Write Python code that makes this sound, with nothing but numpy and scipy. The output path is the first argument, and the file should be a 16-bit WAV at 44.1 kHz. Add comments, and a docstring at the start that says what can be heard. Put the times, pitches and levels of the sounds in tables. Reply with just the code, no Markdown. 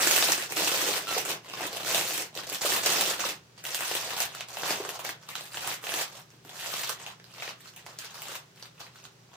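"""From the start, an appliance hums over soft room noise while two hands crumple foil round a parcel of food.
Each buckle of the sheet is a tiny falling chirp; many make the crinkle, and loud ones stand out as snaps.
From early on the parcel thumps hollowly and rumbles on the table; after one second the foil squeaks once.
Past three seconds a long seam is rolled down and the foil loses its low boom; later squeezes grow softer.
A small kitchen adds its short echoes to the foil, the squeak and the thumps throughout."""
import sys
import numpy as np
from scipy import signal
from scipy.fft import rfft, irfft, next_fast_len
from scipy.io import wavfile
from scipy.ndimage import uniform_filter1d

SR = 44100
rng = np.random.default_rng(int(sys.argv[2]) if len(sys.argv) > 2 else 0)


def waveform_to_disk(signal):
    """Save audio, clipped to [-1, 1], as 16-bit WAV at the path in sys.argv[1]."""
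    frames = np.transpose(np.atleast_2d(signal))
    scaled = np.clip(frames, -1, 1) * 32767
    samples = np.round(scaled).astype(np.int16)
    wavfile.write(sys.argv[1], SR, samples)


N = 412759
TIME = np.arange(N) / SR  # seconds

# Levels in the tables are starting points: the functions may trim or filter them afterwards.
# soft background noise of the kitchen: pitch_hz, level_db (relative)
KITCHEN_COLOUR = [(25, -28), (60, -22), (95, -11.5), (150, 0.5), (185, -7), (240, -11.5), (390, -11),
                  (700, -16.5), (2000, -21.5), (6000, -23.5), (10000, -34.5), (16000, -37)]
KITCHEN_DB = -58.5
# steady tones of the appliance: pitch_hz, level_db (rms)
HUM_TONES = [(119.9, -65), (152, -69.5), (178, -71), (387, -74)]
# echoes of the kitchen: pitch_hz, fade_s (time to fall 60 dB), level_db, likeness of left and right (0-1)
ROOM_BANDS = [(200, 0.3, 3, 1), (523, 0.25, -2.5, 0.82), (1150, 0.25, 2.5, 0), (3230, 0.2, 2, 0),
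              (9100, 0.12, 1.5, 0.05), (16100, 0.11, 1.5, .02)]
# shoves of the parcel across the table: start_s, hold_s, level_db (at mid-hold), change_db (over the hold)
SHOVES = [(0.2, .15, -65, 4), (1.88, 0.096, -72, 0), (2.42, 1.053, -70, -7), (4.04, .22, -63, 0),
          (4.5, 0.37, -78, 0), (5.55, 0.13, -69, 0)]
LEAN_DB = -81  # constant rumble of the table under the resting hands
# hollow thumps of the parcel under the fingers: start_s, level_db, pitch_hz
THUMPS = [(0.288, -21, 484.3), (0.592, -25, 500.2), (0.824, -26, 409.3), (0.889, -23, 493.7),
          (1.164, -21.5, 496.5), (1.606, -22, 678.4), (2.518, -32, 484), (2.648, -20, 519.3),
          (3.027, -23, 633.3), (3.108, -20, 568), (3.239, -18, 1030), (3.909, -25.5, 1083),
          (4.631, -23, 1018), (4.799, -25, 392.5), (4.848, -26, 484), (6.33, -46, 309.4),
          (6.449, -38.5, 317.6)]
# path of the squeak as foil slips on foil: time_s, pitch_hz, level_db
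SQUEAK_PATH = [(1.066, 1360, -52), (1.08, 1356, -34.5), (1.11, 1360, -30.5), (1.135, 1306, -40),
               (1.15, 1279, -54.5)]
# overtones of the squeak: multiple of its pitch, level_db (relative)
SQUEAK_TONES = [(1, 5), (2, -5), (3, -4), (4, -13)]
# squeezes of the fingers: start_s, hold_s, level_db (crinkle at mid-hold), tighten_db (over the hold),
# body_db (big panels, relative to the crinkle), fizz_db (fine creases, relative to the crinkle)
SQUEEZES = [(0.004, 0.33, -26, -3, -8.5, -4), (0.379, 0.059, -35, -2, -8.5, -6.5),
            (0.506, 0.021, -40, -9, -3, -8.5), (0.568, 0.4, -29.0, -2, -6.5, -5.5),
            (1.01, 0.0298, -41, -2, -3, -9.5), (1.08, 0.107, -31.5, 4, -7.5, -7),
            (1.238, 0.068, -34.5, 9, -5, -6), (1.45, 0.2, -41.0, 17, -3.5, -11),
            (1.719, 0.13, -39.0, -1, -3.5, -8), (1.862, 0.128, -29, 5.5, -6, -5),
            (2.029, 0.18, -34.0, 2, -7, -3.5), (2.373, 0.078, -40.5, -8, -5, -12.5),
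            (2.45, 0.096, -39.5, 13, -7, -5.5), (2.631, 0.14, -28.0, -1, -7, -5),
            (2.844, 0.28, -28.0, -5, -7.5, -6), (3.2, 0.09, -31.5, -1, -7, -6.5),
            (3.592, 0.019, -50.5, -10, -5, -16), (3.659, 0.32, -35.0, 5, -9.5, -6),
            (4.006, 0.16, -36.5, 2, -4, -8), (4.2, 0.03204, -30.5, -4, -8.5, -6),
            (4.276, 0.13, -45.0, 9, -5, -14), (4.489, 0.23, -37.5, 19, -4.5, -8),
            (4.736, 0.27, -42.0, -1, 1, -7.5), (5.052, 0.045, -37.0, -4, -4.5, -11.5),
            (5.232, 0.013, -53.5, -7, -1.5, -12.5), (5.29, 0.1017, -41.5, 5, -7.5, -8.5),
            (5.453, 0.016, -46.5, -7, -6, -2.5), (5.521, 0.2, -38.0, 10, -6, -7.5),
            (5.84, 0.175, -34.5, 7, -5, -6), (6.1, 0.0755, -49.0, 7, -2, -7),
            (6.305, 0.0397, -63, 0, -5.5, -9), (6.46, 0.109, -49, 8, -2.5, -6.5),
            (6.595, 0.305, -36.5, 5, -8, -6), (6.989, 0.1, -44.5, 3.5, -4, -12),
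            (7.22, 0.15, -56.5, 15, -6, -11), (7.395, 0.099, -40.0, -1, -5.5, -13.5),
            (7.596, 0.089, -52.0, 5, -10.5, -9), (7.758, 0.04, -51, -2, -5.5, -8),
            (7.865, 0.07, -51, -3.5, 0, -11), (7.996, 0.058, -43.0, 2, -12.5, -10.5),
            (8.113, 0.24, -43.0, 6, -5, -8), (8.575, 0.075, -51, 4.5, -10, -9),
            (8.806, 0.063, -49.5, -12.5, -3.5, -12), (8.93, 0.12, -53.5, 6, -8, -11),
            (9.314, 0.04, -55.5, 8, 3.5, -16)]
# how fast the fingers take hold, and how fast the sheet comes to rest when they let go
GRIP_DB_PER_S, RELAX_DB_PER_S = 443, 339
# single loud buckles: start_s, peak_db (of the crack), body_db (rms), fizz_db (rms), ring_hz (of the facet)
LOUD_BUCKLES = [(0.1101, -13, -34, -21, 5906), (0.1614, -12.5, -35, -19, 2653),
                (0.1774, -14, -28, -29, 1821), (0.2244, -10, -28.5, -29, 4380),
                (0.2853, -15, -27, -34, 3547), (0.3197, -15.5, -39, -17.5, 5700),
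                (0.4234, -21, -47, -42, 2564), (0.5207, -22, -42, -31.5, 2610),
                (0.6784, -16, -44, -25, 2582), (0.7392, -31, -38, -31, 4079),
                (1.1764, -22, -26.5, -42, 3111), (1.2945, -33, -48, -36, 6120),
                (1.497, -29, -47, -49.5, 2608), (1.5359, -25.5, -34.5, -49, 2872),
                (1.6661, -29, -52, -33, 3479), (1.7689, -22.5, -46, -34.5, 2886),
                (1.9454, -12.5, -32, -28, 3468), (2.3511, -28.5, -46, -40.5, 4154),
                (2.3735, -22.5, -42, -39, 3467), (2.4977, -26, -50, -32, 5063),
                (2.6165, -31, -43, -30.5, 3121), (2.7192, -20, -35, -35, 3630),
                (2.8604, -13, -31, -23, 4919), (3.0096, -16, -34, -19.5, 3675),
                (3.1921, -27, -37, -43, 1571), (3.6391, -32, -47, -38, 1608), (3.6511, -22, -44, -40, 2701),
                (3.7454, -17.5, -36, -27, 4137), (3.8057, -22, -33, -34, 1915),
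                (3.8337, -26, -37, -35, 1626), (3.912, -24, -28.5, -42, 1950),
                (3.9509, -19, -30, -28, 2962), (4.0118, -30, -49, -35, 5620), (4.1056, -25, -41, -44, 1908),
                (4.2023, -21, -32, -22, 4697), (4.2194, -32, -36, -28, 6510), (4.349, -28, -54, -38, 1302),
                (4.4074, -21.5, -41, -41, 2625), (4.4852, -36, -51, -41, 4330),
                (4.569, -24.5, -39, -42, 2664), (4.6319, -22, -28.5, -45.5, 1392),
                (4.7042, -22, -34, -29, 2065), (4.8484, -28.5, -34, -55, 1706),
                (4.8903, -23.5, -37, -31, 2840), (5.0484, -30, -37, -34, 1340),
                (5.0908, -23, -34.5, -33.5, 1948), (5.2879, -27.5, -39.5, -41, 4241),
                (5.3527, -20, -52, -37, 3489), (5.5438, -25, -48, -55, 1551), (5.5702, -22, -39, -42, 3280),
                (5.6745, -28, -31.5, -29, 2820), (5.7399, -32, -46.5, -35, 4582),
                (5.8381, -37, -38.5, -54, 1973), (5.8915, -20, -35, -46, 2758),
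                (5.9389, -19, -34, -31.5, 3487), (6.3031, -44, -59, -58.5, 5962),
                (6.4487, -42, -52, -60, 1551), (6.4926, -31.5, -49, -49, 3561),
                (6.6593, -24, -38, -41.5, 2163), (6.7381, -20, -31, -38, 3783),
                (6.8334, -27, -57, -36, 2688), (6.8932, -22, -45.5, -36.5, 1583),
                (7.0628, -24.5, -45, -50.5, 2869), (7.1985, -38, -55, -76, 1828),
                (7.2409, -37.5, -60, -56, 4177), (7.3382, -35.5, -63, -54.5, 4735),
                (7.4215, -22.5, -39, -47, 2184), (7.4769, -24.5, -43, -47, 2195),
                (7.4894, -29, -47, -49, 2640), (7.6575, -37, -53, -55, 1300),
                (7.7623, -38, -57, -42.5, 2904), (7.863, -33, -41, -47, 2108),
                (7.9872, -29, -51, -33.5, 4727), (8.0441, -36, -52, -51, 1714),
                (8.2834, -32, -52, -39.5, 7040), (8.3524, -33, -47, -46.5, 2355),
                (8.6248, -28.5, -53, -51, 4825), (8.8049, -34, -50, -54.5, 2984),
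                (8.8653, -36, -53, -58, 2074), (8.9565, -38, -59, -65.5, 1599),
                (9.0513, -33.5, -54, -53, 3450)]
CREST_DB = 9  # a crack's peak stands this far over its rms level
# colour of the crumpling sheet: pitch_hz, level_db (relative)
FOIL_COLOUR = [(60, -40), (140, -3), (215, -9.5), (260, -10), (376, -0.5), (431, -4.5), (484, -2), (649, 0),
               (1100, -1.5), (1650, -2.2), (2310, -4.5), (2650, -2.5), (6020, -7.5), (10600, -17.5),
               (15100, -14.5), (16000, -42)]
CHIRP_SAMPLES = 512  # room for one chirp
SNAP_S = .003  # a buckle's rms level is counted over this time
# balance of the two microphones: pitch_hz, level_db (left minus right)
BALANCE = [(60, 0), (110, 1), (200, -0.5), (380, 0), (700, -0.5), (1290, -1), (2380, 0), (4400, -0.5),
           (8120, -4.5), (15000, 4.5)]
TOP_HZ = 16100  # upper limit of the sound


def undb(db):
    """Turn decibels into gain."""
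    return 10 ** (np.asarray(db) / 20)


def unit(x):
    """Scale to rms 1."""
    return x / np.sqrt(np.mean(x ** 2))


def follow(table, t):
    """Read the columns of a curve at the times t."""
    s, *columns = np.transpose(table)
    return [np.interp(t, s, c) for c in columns]


def across(table, hz):
    """Read the columns of a spectrum at the pitches hz, along an octave-like (log) scale."""
    f, *columns = np.transpose(table)
    return [np.interp(np.log(np.maximum(hz, 1)), np.log(f), c) for c in columns]


def colour(x, table):
    """Filter by a spectrum of pitch_hz and level_db."""
    size = next_fast_len(N + CHIRP_SAMPLES)
    gain = undb(across(table, np.fft.rfftfreq(size, 1 / SR))[0])
    return irfft(rfft(x, size) * gain, size)[..., :N]


def kitchen(waver=0.14):
    """An appliance hums with slightly drifting tones over soft room noise that is wide only in the treble."""
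    mid, side = colour(rng.standard_normal((2, N)), KITCHEN_COLOUR)
    side = colour(side, [(150, -15.5), (500, -3), (1500, 0)])
    air = undb(KITCHEN_DB) * unit(mid + side * np.array([[1], [-1]]))
    drift_s = np.linspace(0, N / SR, num=40)
    for hz, db in HUM_TONES:
        drift = np.interp(TIME, drift_s, np.cumsum(waver * rng.standard_normal(len(drift_s))))
        air = air + np.sqrt(2) * undb(db) * np.sin(2 * np.pi * hz * TIME + drift)
    return air


def room(x, first_s=0.0026, build_s=0.00026, wet_db=0, size=16384):
    """Table, cupboards and walls add a short fading tail, most alike on both sides in the bass."""
    age, hz = TIME[:size], np.fft.rfftfreq(size, 1 / SR)
    mid, side = rfft(rng.standard_normal((2, size)))
    alike = np.clip(across(ROOM_BANDS, hz)[2], 0, 1)
    shared = np.sqrt((1 + alike) / 2) * mid
    opposed = np.sqrt((1 - alike) / 2) * side * np.array([[1], [-1]])
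    noise = shared + opposed
    onset = 1 - np.exp(-np.maximum(age - first_s, 0) / build_s)
    centres = np.array(ROOM_BANDS)[:, 0]
    response = 0
    for (_, fade_s, db, _), pick in zip(ROOM_BANDS, np.eye(len(ROOM_BANDS))):
        # each band blends smoothly into its neighbours
        band = across(np.column_stack([centres, pick]), hz)[0]
        fade = onset * undb(-60 * age / fade_s)
        response = response + irfft(band * noise) * (undb(db + wet_db) * fade / np.linalg.norm(fade))
    return x + signal.oaconvolve(x, response, axes=1)[:, :N]


def press(table, t):
    """Level in dB of each push at the times t: it takes hold, tightens or eases steadily, and lets go."""
    start, hold, db, tighten_db = np.transpose(table)[:4, :, None]
    age = t - start
    progress = np.clip(age / np.maximum(hold, 1 / SR), 0, 1)
    held = db + tighten_db * (progress - .5)
    return held - GRIP_DB_PER_S * np.maximum(-age, 0) - RELAX_DB_PER_S * np.maximum(age - hold, 0)


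def table_rumble(trim_db=-4.0):
    """Low noise swells as the parcel slides on the table, over a faint rumble from the resting hands."""
    low_colour = [(20, -24), (55, -3), (80, 9), (130, -16), (400, -57)]
    rumble = unit(colour(rng.standard_normal(N), low_colour))
    sliding = undb(press(SHOVES, TIME).max(axis=0) + trim_db)
    return rumble * (sliding + undb(LEAN_DB))


def parcel_thumps(ring_cycles=20, rise_s=0.00093, width=0.21, trim_db=-3.0):
    """The filled parcel gives soft, hollow thumps when pressed: short noise bursts around one pitch."""
    out, age = np.zeros(N), TIME[:SR // 4]
    for s, db, hz in THUMPS:
        band = signal.butter(2, [hz / (1 + width), hz * (1 + width)], "band", fs=SR, output="sos")
        noise = unit(signal.sosfilt(band, rng.standard_normal(len(age))))
        fade = undb(-60 * age * hz / ring_cycles)  # falls 60 dB in ring_cycles swings
        thump = noise * fade * (1 - np.exp(-age / rise_s))
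        first = int(s * SR)
        out[first:first + len(age)] += undb(db + trim_db) * thump
    return out


def squeak(waver=0.0128, trim_db=-2.2):
    """Foil sticks and slips on foil: a short, slightly unsteady tone with overtones."""
    hz, db = follow(SQUEAK_PATH, TIME)
    wobble = unit(uniform_filter1d(rng.standard_normal(N), size=150))
    phase = 2 * np.pi * np.cumsum(hz * (1 + waver * wobble)) / SR
    tone = sum(undb(tone_db) * np.sin(round(k) * phase) for k, tone_db in SQUEAK_TONES)
    sounding = (TIME > SQUEAK_PATH[0][0]) * (TIME < SQUEAK_PATH[-1][0])
    return unit(tone) * undb(db + trim_db) * sounding


def work(t):
    """The squeezes add up to the crinkle's level; the stronger each is, the more it sets body and fizz."""
    power = undb(press(SQUEEZES, t)) ** 2
    total = power.sum(axis=0) + 1e-18  # never zero
    body_db, fizz_db = np.transpose(SQUEEZES)[-2:] @ power / total
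    return 10 * np.log10(total), body_db, fizz_db


def avalanches(per_s=16, random_size=6.6, snap_size=3.0, fade_s=0.0049, most_db=12):
    """A buckle loads its neighbours: at random moments and at snaps the crackle jumps up, then dies away."""
    kicks = (rng.random(N) < per_s / SR) * rng.exponential(random_size, N)
    t, peak_db = np.transpose(LOUD_BUCKLES)[:2]
    over_crinkle_db = np.clip(peak_db - CREST_DB - work(t)[0], 0, most_db)
    kicks[(t * SR).astype(int)] += snap_size * undb(over_crinkle_db / 2)
    return 1 + signal.lfilter([1], [1, -np.exp(-1 / (fade_s * SR))], kicks)


def crinkle(most_per_s=900, full_db=-33, thinning=.4, rest_db=-70, scatter_db=5.0, tint_db=4.0,
            trim_db=-4.5, body_trim_db=-1.03, most_body_db=2, fizz_trim_db=1.5,
            ahead_s=.001, even_s=0.032, facet_hz=3600, facet_spread=0.54):
    """Small buckles come at random; the harder the hands squeeze, the more and the louder they come."""
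    chance = rng.random((10000, 2))  # candidate moments, and the luck of each
    t = chance[:, 0] * N / SR
    size, body, fizz, facet = np.clip(rng.standard_normal((len(t), 4)).T, -2, 2)
    db, body_db, fizz_db = work(t + ahead_s)
    # the creased foil goes on settling between grips
    db = np.maximum(db, rest_db)
    wanted_per_s = most_per_s * undb(thinning * np.minimum(db - full_db, 0))
    flips = chance[:, 1] * len(t) * SR / N < wanted_per_s
    sample = (t * SR).astype(int)
    size_db = scatter_db * size + 10 * np.log10(avalanches()[sample])
    # buckles close in time share the work that the hands put in
    power = np.bincount(sample, flips * undb(size_db) ** 2, N) * SNAP_S * SR
    for _ in range(2):
        power = uniform_filter1d(power, int(even_s * SR))
    db = db + trim_db + size_db - 10 * np.log10(np.maximum(power[sample], 1e-3))
    body_db = np.minimum(body_db + body_trim_db + tint_db * body, most_body_db)
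    fizz_db = fizz_db + fizz_trim_db + tint_db * fizz
    ring_hz = facet_hz * np.exp(facet_spread * facet)
    return np.array([t, db, body_db, fizz_db, ring_hz])[:, flips]


def snaps(trim_db=-4.0):
    """Large facets give way one at a time: the listed loud buckles, with body and fizz made relative."""
    t, peak_db, body_db, fizz_db, ring_hz = np.transpose(LOUD_BUCKLES)
    db = peak_db - CREST_DB
    return np.array([t, db + trim_db, body_db - db, fizz_db - db, ring_hz])


def buckles(t, db, body_db, fizz_db, ring_hz, ring_db=13, ring_octaves=0.3,
            panel_hz=580, tight_panel_hz=780, panel_spread=0.38, panel_db=11,
            sweep_s=0.003216, scatter_s=0.001313, ripple_db=3, body_hz=1300, fizz_hz=7500,
            pan_db=2, lag_s=.00005, spread_s=.00006):
    """Facets of foil flip over: each gives a short chirp with its own ring and place between the hands."""
    hz = np.fft.rfftfreq(CHIRP_SAMPLES, 1 / SR) + 1  # 1 Hz up, so that it is never zero
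    path, side, lag, panel = rng.standard_normal((len(t), 4)).T[:, :, None]
    ripple, detour = (unit(uniform_filter1d(rng.standard_normal((len(t), len(hz))), size=5))
                      for _ in range(2))
    # the facet rings high, the panel that carries it rings low; panels shrink as the folding goes on
    panel_hz = np.interp(t, [0, N / SR], [panel_hz, tight_panel_hz])[:, None]
    panel_hz = panel_hz * np.exp(panel_spread * np.clip(panel, -1.5, 1.3))
    ring = 0
    for centre, height_db in ((ring_hz[:, None], ring_db), (panel_hz, panel_db)):
        ring = ring + height_db * np.exp(-.5 * (np.log2(hz / centre) / ring_octaves) ** 2)
    spectrum = undb(across(FOIL_COLOUR, hz)[0] + ring + ripple_db * ripple)
    # big panels give the body, facets the crack, fine creases the fizz
    above_body, fizz = (1 / (1 + (edge / hz) ** 10) for edge in (body_hz, fizz_hz))
    parts = ((1 - above_body, db + body_db), (above_body - fizz, db), (fizz, db + fizz_db))
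    power_gain = 0
    for share, part_db in parts:
        energy = 2 / CHIRP_SAMPLES * np.sum(share * spectrum ** 2, axis=1)
        power_gain = power_gain + share * (undb(part_db) ** 2 * SNAP_S * SR / energy)[:, None]
    # bending waves run faster at high pitch, so the treble arrives first
    delay = sweep_s * np.exp(0.2528 * path) / np.sqrt(1 + hz / 1500)
    lead = CHIRP_SAMPLES // 8  # samples kept free ahead of the chirp
    # creases send each pitch on its own detour
    delay = delay - delay[:, -1:] + scatter_s * abs(detour) + lead / SR
    # adding up the delays over pitch gives the phase
    turns = np.cumsum(delay, axis=1) * SR / CHIRP_SAMPLES
    spectrum = spectrum * np.sqrt(power_gain) * np.exp(-2j * np.pi * turns)
    # half of the level and time difference goes to each ear
    place = undb(pan_db * side / 2) * np.exp(-1j * np.pi * hz * (lag_s + spread_s * lag))
    samples = (t * SR).astype(int)[:, None] + np.arange(CHIRP_SAMPLES) - lead
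    samples = np.maximum(samples, 0).ravel()
    return np.array([np.bincount(samples, irfft(ear).ravel(), N)[:N]
                     for ear in (spectrum * place, spectrum / place)])


def stiffen(x, folded_s=3.37, loose_db=1.84, tight_db=-2.0, panel_hz=520):
    """Once the long seam is rolled down the panels are small and tight, and lose their low boom."""
    boom = signal.sosfiltfilt(signal.butter(3, panel_hz, fs=SR, output="sos"), x)
    boom_db = np.interp(TIME, [folded_s - .2, folded_s + 0.23], [loose_db, tight_db])
    return x + boom * (undb(boom_db) - 1)


def foil(count=10, facing_db=-7):
    """Buckles come from many spots with their own echoes; large facets also beam straight at the listener."""
    small, large, out = crinkle(), snaps(), 0
    for spot in range(count):
        cracks = buckles(*large[:, spot::count], ring_db=11, sweep_s=0.002795, scatter_s=0.001216)
        crackle = buckles(*small[:, spot::count])
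        out = out + room(crackle + cracks) + undb(facing_db) * cracks
    return stiffen(out)


def scene():
    """The kitchen and the table rumble lie behind; thumps, squeak and foil sound in the room."""
    behind = kitchen() + table_rumble()
    small_sounds = np.tile(parcel_thumps() + squeak(), (2, 1))
    return behind + room(small_sounds, wet_db=-6.0) + foil()


def record(dry):
    """The two microphones differ a little in colour; the deep bass and the top are cut."""
    tinted = np.array([colour(x, [(hz, ear * db / 2) for hz, db in BALANCE])
                       for x, ear in zip(dry, (1, -1))])
    lean = signal.sosfilt(signal.butter(2, 38, "high", fs=SR, output="sos"), tinted)
    return signal.sosfilt(signal.ellip(10, .2, 80, TOP_HZ, fs=SR, output="sos"), lean)


dry = scene()
out = record(dry)
waveform_to_disk(out)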